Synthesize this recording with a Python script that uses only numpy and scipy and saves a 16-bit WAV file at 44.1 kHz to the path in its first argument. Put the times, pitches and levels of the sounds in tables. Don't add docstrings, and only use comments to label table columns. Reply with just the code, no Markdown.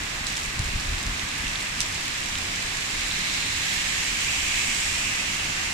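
import sys
import numpy as np
from scipy import signal
from scipy.fft import rfft, irfft
from scipy.io import wavfile
from scipy.ndimage import map_coordinates

SR = 44100
rng = np.random.default_rng(int(sys.argv[2]) if len(sys.argv) > 2 else 0)


def dump_mix(stems):
    frames = np.atleast_2d(stems).T
    limited = np.clip(frames, -1, 1)
    pcm = np.round(limited * 32767).astype(np.int16)
    wavfile.write(sys.argv[1], SR, pcm)


N = 252693
TIME = np.arange(N) / SR
HZ = np.maximum(np.arange(N // 2 + 1) * SR / N, 1)

# (frequency [Hz], left level per Hz [dB], right level per Hz [dB])
RAIN_TONE = [(200, -9, -9.5), (500, -12, -10.5), (810, -7.5, -8), (1190, -5.5, -4.5), (1400, -9, -6.5),
             (1636, -1.5, -3), (2650, -6, -0.5), (3000, -9.5, -6), (5130, -12.5, -11.5), (6400, -15, -14.5),
             (7300, -15.5, -15.5), (8400, -15.5, -18), (10250, -22, -21.5), (15200, -33, -31.5)]
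# (time [s], level change [dB])
PATTER_LEVEL = [(0, -0.5), (.4, 2.5), (.46, -1), (.56, -10), (.62, 0), (1.85, 1), (1.98, 2), (5.7, 0.5)]
# (time [s], level [dB], pitch [Hz], ring length [cycles],
# crack against ping [dB], spray against ping [dB], right minus left [dB])
FAT_DROPS = [(.0357, -21, 6000, 4, 3, -22, 2), (.0413, -22, 4100, 9.2, -6, -28, 4),
             (.055, -24, 3800, 5, 1, -28, 7), (.2689, -10.5, 3900, 3.7, -5, -20, 3),
             (.3011, -20, 5500, 12, -6, -25, 1), (.3414, -23, 4100, 5, 1, -24, 0),
             (.3539, -20, 3800, 10, -7, -27, -1), (.3657, -21, 7500, 6, 2, -22, -2),
             (.3703, -14, 3400, 5.7, -3, -22, 3), (.593, -19, 7600, 6, 2, -31, -3),
             (.6599, -22, 4800, 6, 0, -22, 7), (.7987, -21, 4880, 14, -4, -21, 4),
             (.9832, -20, 3300, 7.6, -4, -20, 4), (1.0013, -26, 4600, 9, -5, -22, 2),
             (1.0663, -21, 7000, 4.3, 2, -26, 0), (1.173, -25, 3900, 19, -7, -28, 1),
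             (1.1952, -15.5, 3400, 7.7, -11, -24, 8), (1.2871, -22, 7500, 7, -1, -25, -3),
             (1.3154, -18, 3100, 7.1, -4, -28, 5), (1.4232, -22, 7200, 6, -1, -17, 4),
             (1.4809, -19, 4400, 6.4, -2, -20, 6), (1.5574, -15, 3670, 10, -17, -32, 5),
             (1.6052, -24, 3100, 8.9, -2, -27, 4), (1.8049, -13, 5000, 9, 7, -15, 0),
             (1.8134, -17, 3450, 8, 2, -19, -2), (1.8164, -19, 6900, 6, 3, -20, 3),
             (1.9459, -21, 6200, 6.5, -1, -12, 3), (2.0819, -21, 3800, 6, 1, -23, 3),
             (2.2587, -22, 4100, 6, -3, -25, 2), (2.3551, -13, 3000, 6.8, -16, -32, 1),
             (2.3778, -19, 3000, 6, -3, -24, 5), (2.5591, -20, 3200, 5.7, 1, -26, 2),
             (2.6254, -20, 4200, 6, 0, -24, 3), (2.7699, -19, 6000, 7, -3, -19, 6),
             (3.113, -14, 3700, 11, -17, -35, -2), (3.2985, -17, 3200, 8.1, -8, -28, 4),
             (4.5565, -17, 4400, 8, -3, -27, -1), (5.3979, -16.5, 2920, 9.2, -11, -28, 1)]
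# (frequency [Hz], left level per Hz [dB], right level per Hz [dB])
TYRE_TONE = [(500, -40, -18), (1230, -17.5, -16), (1670, -8.5, -6.5), (2190, 1, 1.5), (2720, -11, 1.5),
             (3360, -7, -1.5), (3800, -7, -6.5), (4900, -5.5, -3), (6300, -8, -6), (7200, -9, -8.5),
             (8700, -11.5, -11), (10630, -17.5, -17.5), (12400, -29, -19.5), (14900, -36, -39)]
# (delay with the car straight ahead [ms], shift at the end of the road [ms])
ECHO_DELAYS = [(0.197, -0.049), (0.2, 0.038)]
# (time of middle [s], half length [s], level [dB], pitch [Hz])
PUDDLE_SHEETS = [(3.41, 0.38, -36.5, 3950), (3.23, 0.28, -37, 2250), (3.76, 0.21, -37.5, 1860),
                 (3.74, .08, -47, 11000), (4.43, 0.23, -33, 2410), (4.76, 0.25, -38, 7800),
                 (4.34, 0.26, -39.5, 2870), (4.56, 0.043, -37, 2640), (5.03, 0.13, -33, 2570),
                 (5.42, 0.26, -37, 2750), (4.9, .2, -48, 4200), (5.6, .03, -34, 1840)]
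# (frequency [Hz], level per Hz [dB])
TRAFFIC_TONE = [(11, -13), (18, 0), (38, -1), (65, -4), (97, -2), (124, -7), (162, -6.5), (236, -9),
                (263, -9), (450, -18.5), (580, -50), (990, -120)]
# (time [s], peak of the eddy [dB], half width of the eddy [s], turbulence level [dB])
WIND_PUFFS = [(.48, -30, .004, -39), (.571, -28, .0025, -44), (0.6, -17, 0.0024, -32),
              (.622, -33, .003, -38), (.661, -28, .004, -36), (0.691, -24.5, 0.003, -39),
              (.755, -22.5, 0.0043, -33), (.852, -30, .004, -47), (0.887, -22, 0.0041, -31),
              (0.918, -25, 0.0039, -39), (0.944, -37, 0.0021, -39), (.968, -27, 0.0035, -41),
              (1.052, -35, 0.0018, -35), (1.072, -26, 0.0032, -41), (1.098, -27.5, 0.0026, -42),
              (1.122, -32, .006, -43), (1.409, -34, 0.0044, -45), (1.47, -33, .005, -37),
              (2.66, -34, 0.008, -49), (5.46, -34, .006, -45)]
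# (frequency [Hz], width [Hz], left change [dB], right change [dB])
PORT_TONES = [(3870, 560, -1.5, 2.7), (5740, 460, 0, 3), (6920, 670, 3, 3.5), (7600, 480, 4.5, 4),
              (8520, 470, 1.7, -8.5), (9300, 490, 4, 1), (10300, 2700, -6, -1)]
# (frequency [Hz], width [Hz], change of the side signal [dB])
STEREO_WIDENING = (560, 430, 2.9)

STRAY_PER_S, STRAY_CYCLES = 6, 7.3
STRAY_DB, STRAY_SPREAD_DB = -25, 4
STRAY_CRACK_DB, STRAY_SPRAY_DB = 0, -22
STRAY_LOW_HZ, STRAY_HIGH_HZ = 2800, 7000
CAR_NEAREST_S, CAR_SPEED_M_PER_S, CAR_DISTANCE_M = 4.38, 13.8, 17.4
CAR_DB, CAR_FALL_DB_PER_DOUBLING = -28, 8
ECHO_FAR, ECHO_NEAR = 0.071, 0.28
PUFF_ATTACK_S, PUFF_RELEASE_S = 0.021, 0.066
CUTOFF_HZ = 15200


def from_db(db):
    return 10 ** (np.asarray(db) / 20)


def rms_one(x):
    return x / np.sqrt(np.mean(x ** 2) + 1e-20)


def in_time(rows):
    s, *columns = np.transpose(rows)
    return np.array([np.interp(TIME, s, column) for column in columns])


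def butter(x, edge_hz, kind, order=2):
    edge_hz = np.clip(edge_hz, 10, .45 * SR)
    sections = signal.butter(order, edge_hz, kind, fs=SR, output="sos")
    return signal.sosfilt(sections, x + 1e-18)


def colour(x, spectrum):
    hz, *columns = np.transpose(spectrum)
    gain = from_db([np.interp(np.log(HZ), np.log(hz), column) for column in columns])
    return rms_one(irfft(rfft(x) * gain, N))


def drift(per_s):
    spectrum = rfft(rng.standard_normal(N))
    return rms_one(irfft(spectrum / (1 + (HZ / per_s) ** 2), N))


def ring(clicks, hz, cycles):
    turn = 2 * np.pi * min(hz, .45 * SR) / SR
    decay = np.exp(-np.log(1000) * hz / (cycles * SR))
    return signal.lfilter([0, np.sin(turn)], [1, -2 * decay * np.cos(turn), decay * decay], clicks + 1e-18)


def impacts(per_s, spread_db, low_hz, high_hz, cycles, surge_db, count=14):
    chance = per_s * from_db(surge_db * drift(5)) / SR
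    born = np.flatnonzero(rng.random(N) < chance)
    size, pitch, bearing, sign = rng.random((N, 4))[born].T
    rarity = np.minimum(-np.log(1 - size), 4.5)
    size = from_db(spread_db * rarity) * np.sign(sign - .5)
    lag = ((2 * bearing - 1) * .0004 * SR).astype(int)
    group = (pitch * count).astype(int)
    out = np.zeros((2, N))
    for k, hz in enumerate(np.geomspace(low_hz, high_hz, count)):
        mine = group == k
        clicks = np.zeros((2, N))
        clicks[0, born[mine]] = size[mine]
        clicks[1, (born[mine] + lag[mine]) % N] = size[mine]
        out += ring(clicks, hz, cycles)
    return rms_one(out)


def rain(wash_db=-32.0, patter_db=-40.5):
    wash = colour(butter(rng.standard_normal((2, N)), 290, "high"), RAIN_TONE)
    near = impacts(per_s=1700, spread_db=1.0, low_hz=3200, high_hz=10900, cycles=7.3, surge_db=2.0)
    patter = colour(butter(near, 2700, "high"), RAIN_TONE)
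    return from_db(wash_db) * wash + from_db(patter_db + in_time(PATTER_LEVEL)) * patter


def fat_drops(crack_s=.0006, spray_rise_s=0.0037, spray_s=0.027, droplets_per_s=3500):
    out = np.zeros((2, N))
    t = TIME[:SR // 8]
    for s, level_db, hz, cycles, crack_db, spray_db, pan_db in list(FAT_DROPS) + stray_drops():
        burst = rng.standard_normal((2, len(t))) * np.exp(-t / crack_s)
        burst = butter(burst, [1500, 8600], "band", order=3)
        crack = from_db(crack_db) * burst / np.abs(burst).max(axis=1, keepdims=True)

        landed = rng.random(len(t)) < droplets_per_s / SR
        droplets = rms_one(butter(rng.standard_normal((2, len(t))) * landed, [2800, 7500], "band"))
        falling = (1 - np.exp(-t / spray_rise_s)) * np.exp(-t / spray_s)
        spray = from_db(spray_db) * droplets * falling

        start = int(s * SR)
        sides = from_db(level_db + np.array([[-pan_db], [pan_db]]) / 2)
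        splash = sides * (slap(t, hz, cycles) + crack + spray)
        out[:, start:start + len(t)] += splash[:, :N - start]
    return butter(out, 2250, "high")


def slap(t, hz, cycles, glide_share=0.15):
    age = t * hz / cycles
    swell = 12 * age
    glide = 1 + glide_share * (np.minimum(age, 1) - .5)
    return np.sin(2 * np.pi * hz * t * glide) * swell * np.exp(1 - swell)


def stray_drops(pan_db=2, pan_spread_db=5):
    when, size, pitch, place = rng.random((int(STRAY_PER_S * N / SR), 4)).T
    times = when * TIME[-1]
    levels = STRAY_DB + STRAY_SPREAD_DB * (2 * size - 1)
    pitches = STRAY_LOW_HZ * (STRAY_HIGH_HZ / STRAY_LOW_HZ) ** pitch
    pans = pan_db + pan_spread_db * (2 * place - 1)
    return [(s, level, hz, STRAY_CYCLES, STRAY_CRACK_DB, STRAY_SPRAY_DB, pan)
            for s, level, hz, pan in zip(times, levels, pitches, pans)]


def spatter(per_s=70, level_db=-33.0, burst_s=0.00085, flurry_db=4):
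    born = rng.random(N) < per_s * from_db(flurry_db * drift(6)) / SR
    bursts = signal.lfilter([1], [1, -np.exp(-1 / (burst_s * SR))], born + 1e-18)
    fizz = rms_one(butter(rng.standard_normal((2, N)), [4200, 9800], "band"))
    return from_db(level_db + in_time(PATTER_LEVEL)) * bursts * fizz


def leaves(level_db=-41, pan_db=1):
    taps = impacts(per_s=260, spread_db=2.5, low_hz=1780, high_hz=2775, cycles=30, surge_db=6.5)
    taps = rms_one(butter(taps, 1500, "high"))
    return from_db(level_db) * taps * from_db([[-pan_db], [pan_db]])


def passing_car(flutter_db=0.56, flutter_per_s=14, left_share=0.35):
    along_m = CAR_SPEED_M_PER_S * (TIME - CAR_NEAREST_S)
    range_m = np.hypot(along_m, CAR_DISTANCE_M)
    bearing = along_m / range_m
    nearness = CAR_DISTANCE_M / range_m
    hiss = colour(butter(rng.standard_normal((2, N)), 820, "high"), TYRE_TONE)

    echo = []
    for side, (ahead_ms, shift_ms) in zip(hiss, ECHO_DELAYS):
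        delay_ms = ahead_ms + shift_ms * bearing
        echo.append(map_coordinates(side, [np.arange(N) - delay_ms * SR / 1000], order=3))
    strength = ECHO_FAR + (ECHO_NEAR - ECHO_FAR) * nearness ** 4
    combed = rms_one(hiss - np.array([[left_share], [1]]) * strength * np.array(echo))

    distance_db = CAR_FALL_DB_PER_DOUBLING * np.log2(nearness)
    return combed * from_db(CAR_DB + distance_db + flutter_db * drift(flutter_per_s))


def puddles(width_share=0.18):
    out = 0
    for s, half_s, level_db, hz in PUDDLE_SHEETS:
        band_hz = [hz * (1 - width_share / 2), hz * (1 + width_share / 2)]
        sheet = rms_one(butter(rng.standard_normal((2, N)), band_hz, "band"))
        out = out + from_db(level_db) * sheet * np.exp(-.5 * ((TIME - s) / half_s) ** 2)
    return out


def road_roar(level_db=-45, loudest_s=5.64, half_s=0.42):
    roar = rms_one(butter(rng.standard_normal((2, N)), [650, 1500], "band"))
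    return from_db(level_db) * roar * np.exp(-.5 * ((TIME - loudest_s) / half_s) ** 2)


def traffic(level_db=-39.5, side_db=-24.5, flutter_db=0.9, flutter_per_s=14):
    mid, side = colour(rng.standard_normal((2, N)), TRAFFIC_TONE)
    both = mid + from_db(side_db) * side * [[1], [-1]]
    rumble = butter(both, 417, "low", order=3)
    return from_db(level_db + flutter_db * drift(flutter_per_s)) * rumble


def wind(top_hz=95, side_db=-12, breeze_db=-54):
    mid, side = rms_one(butter(rng.standard_normal((2, N)), [22, top_hz], "band"))
    lumps = mid + from_db(side_db) * side * [[1], [-1]]
    eddies, power = 0, from_db(breeze_db) ** 2
    for s, peak_db, width_s, turbulence_db in WIND_PUFFS:
        age = TIME - s
        u = age / width_s
        eddies = eddies - from_db(peak_db) * u * np.exp(.5 * (1 - u * u))
        swell = np.exp(np.minimum(age / PUFF_ATTACK_S, -age / PUFF_RELEASE_S))
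        power = power + (from_db(turbulence_db) * swell) ** 2
    return eddies + lumps * np.sqrt(power)


def scene():
    drops = rain() + fat_drops() + spatter() + leaves()
    road = passing_car() + puddles() + road_roar() + traffic()
    return drops + road + wind()


def resonate(x, hz, width_hz, gain_db):
    band = signal.lfilter(*signal.iirpeak(hz, hz / width_hz, fs=SR), x)
    return x + (from_db(gain_db) - 1) * band


def record(dry):
    left, right = dry
    for hz, width_hz, left_db, right_db in PORT_TONES:
        left = resonate(left, hz, width_hz, left_db)
        right = resonate(right, hz, width_hz, right_db)
    mid = (left + right) / 2
    side = resonate((left - right) / 2, *STEREO_WIDENING)
    steep_cut = signal.ellip(10, .2, 80, CUTOFF_HZ, fs=SR, output="sos")
    return signal.sosfilt(steep_cut, [mid + side, mid - side])


dry = scene()
out = record(dry)
dump_mix(out)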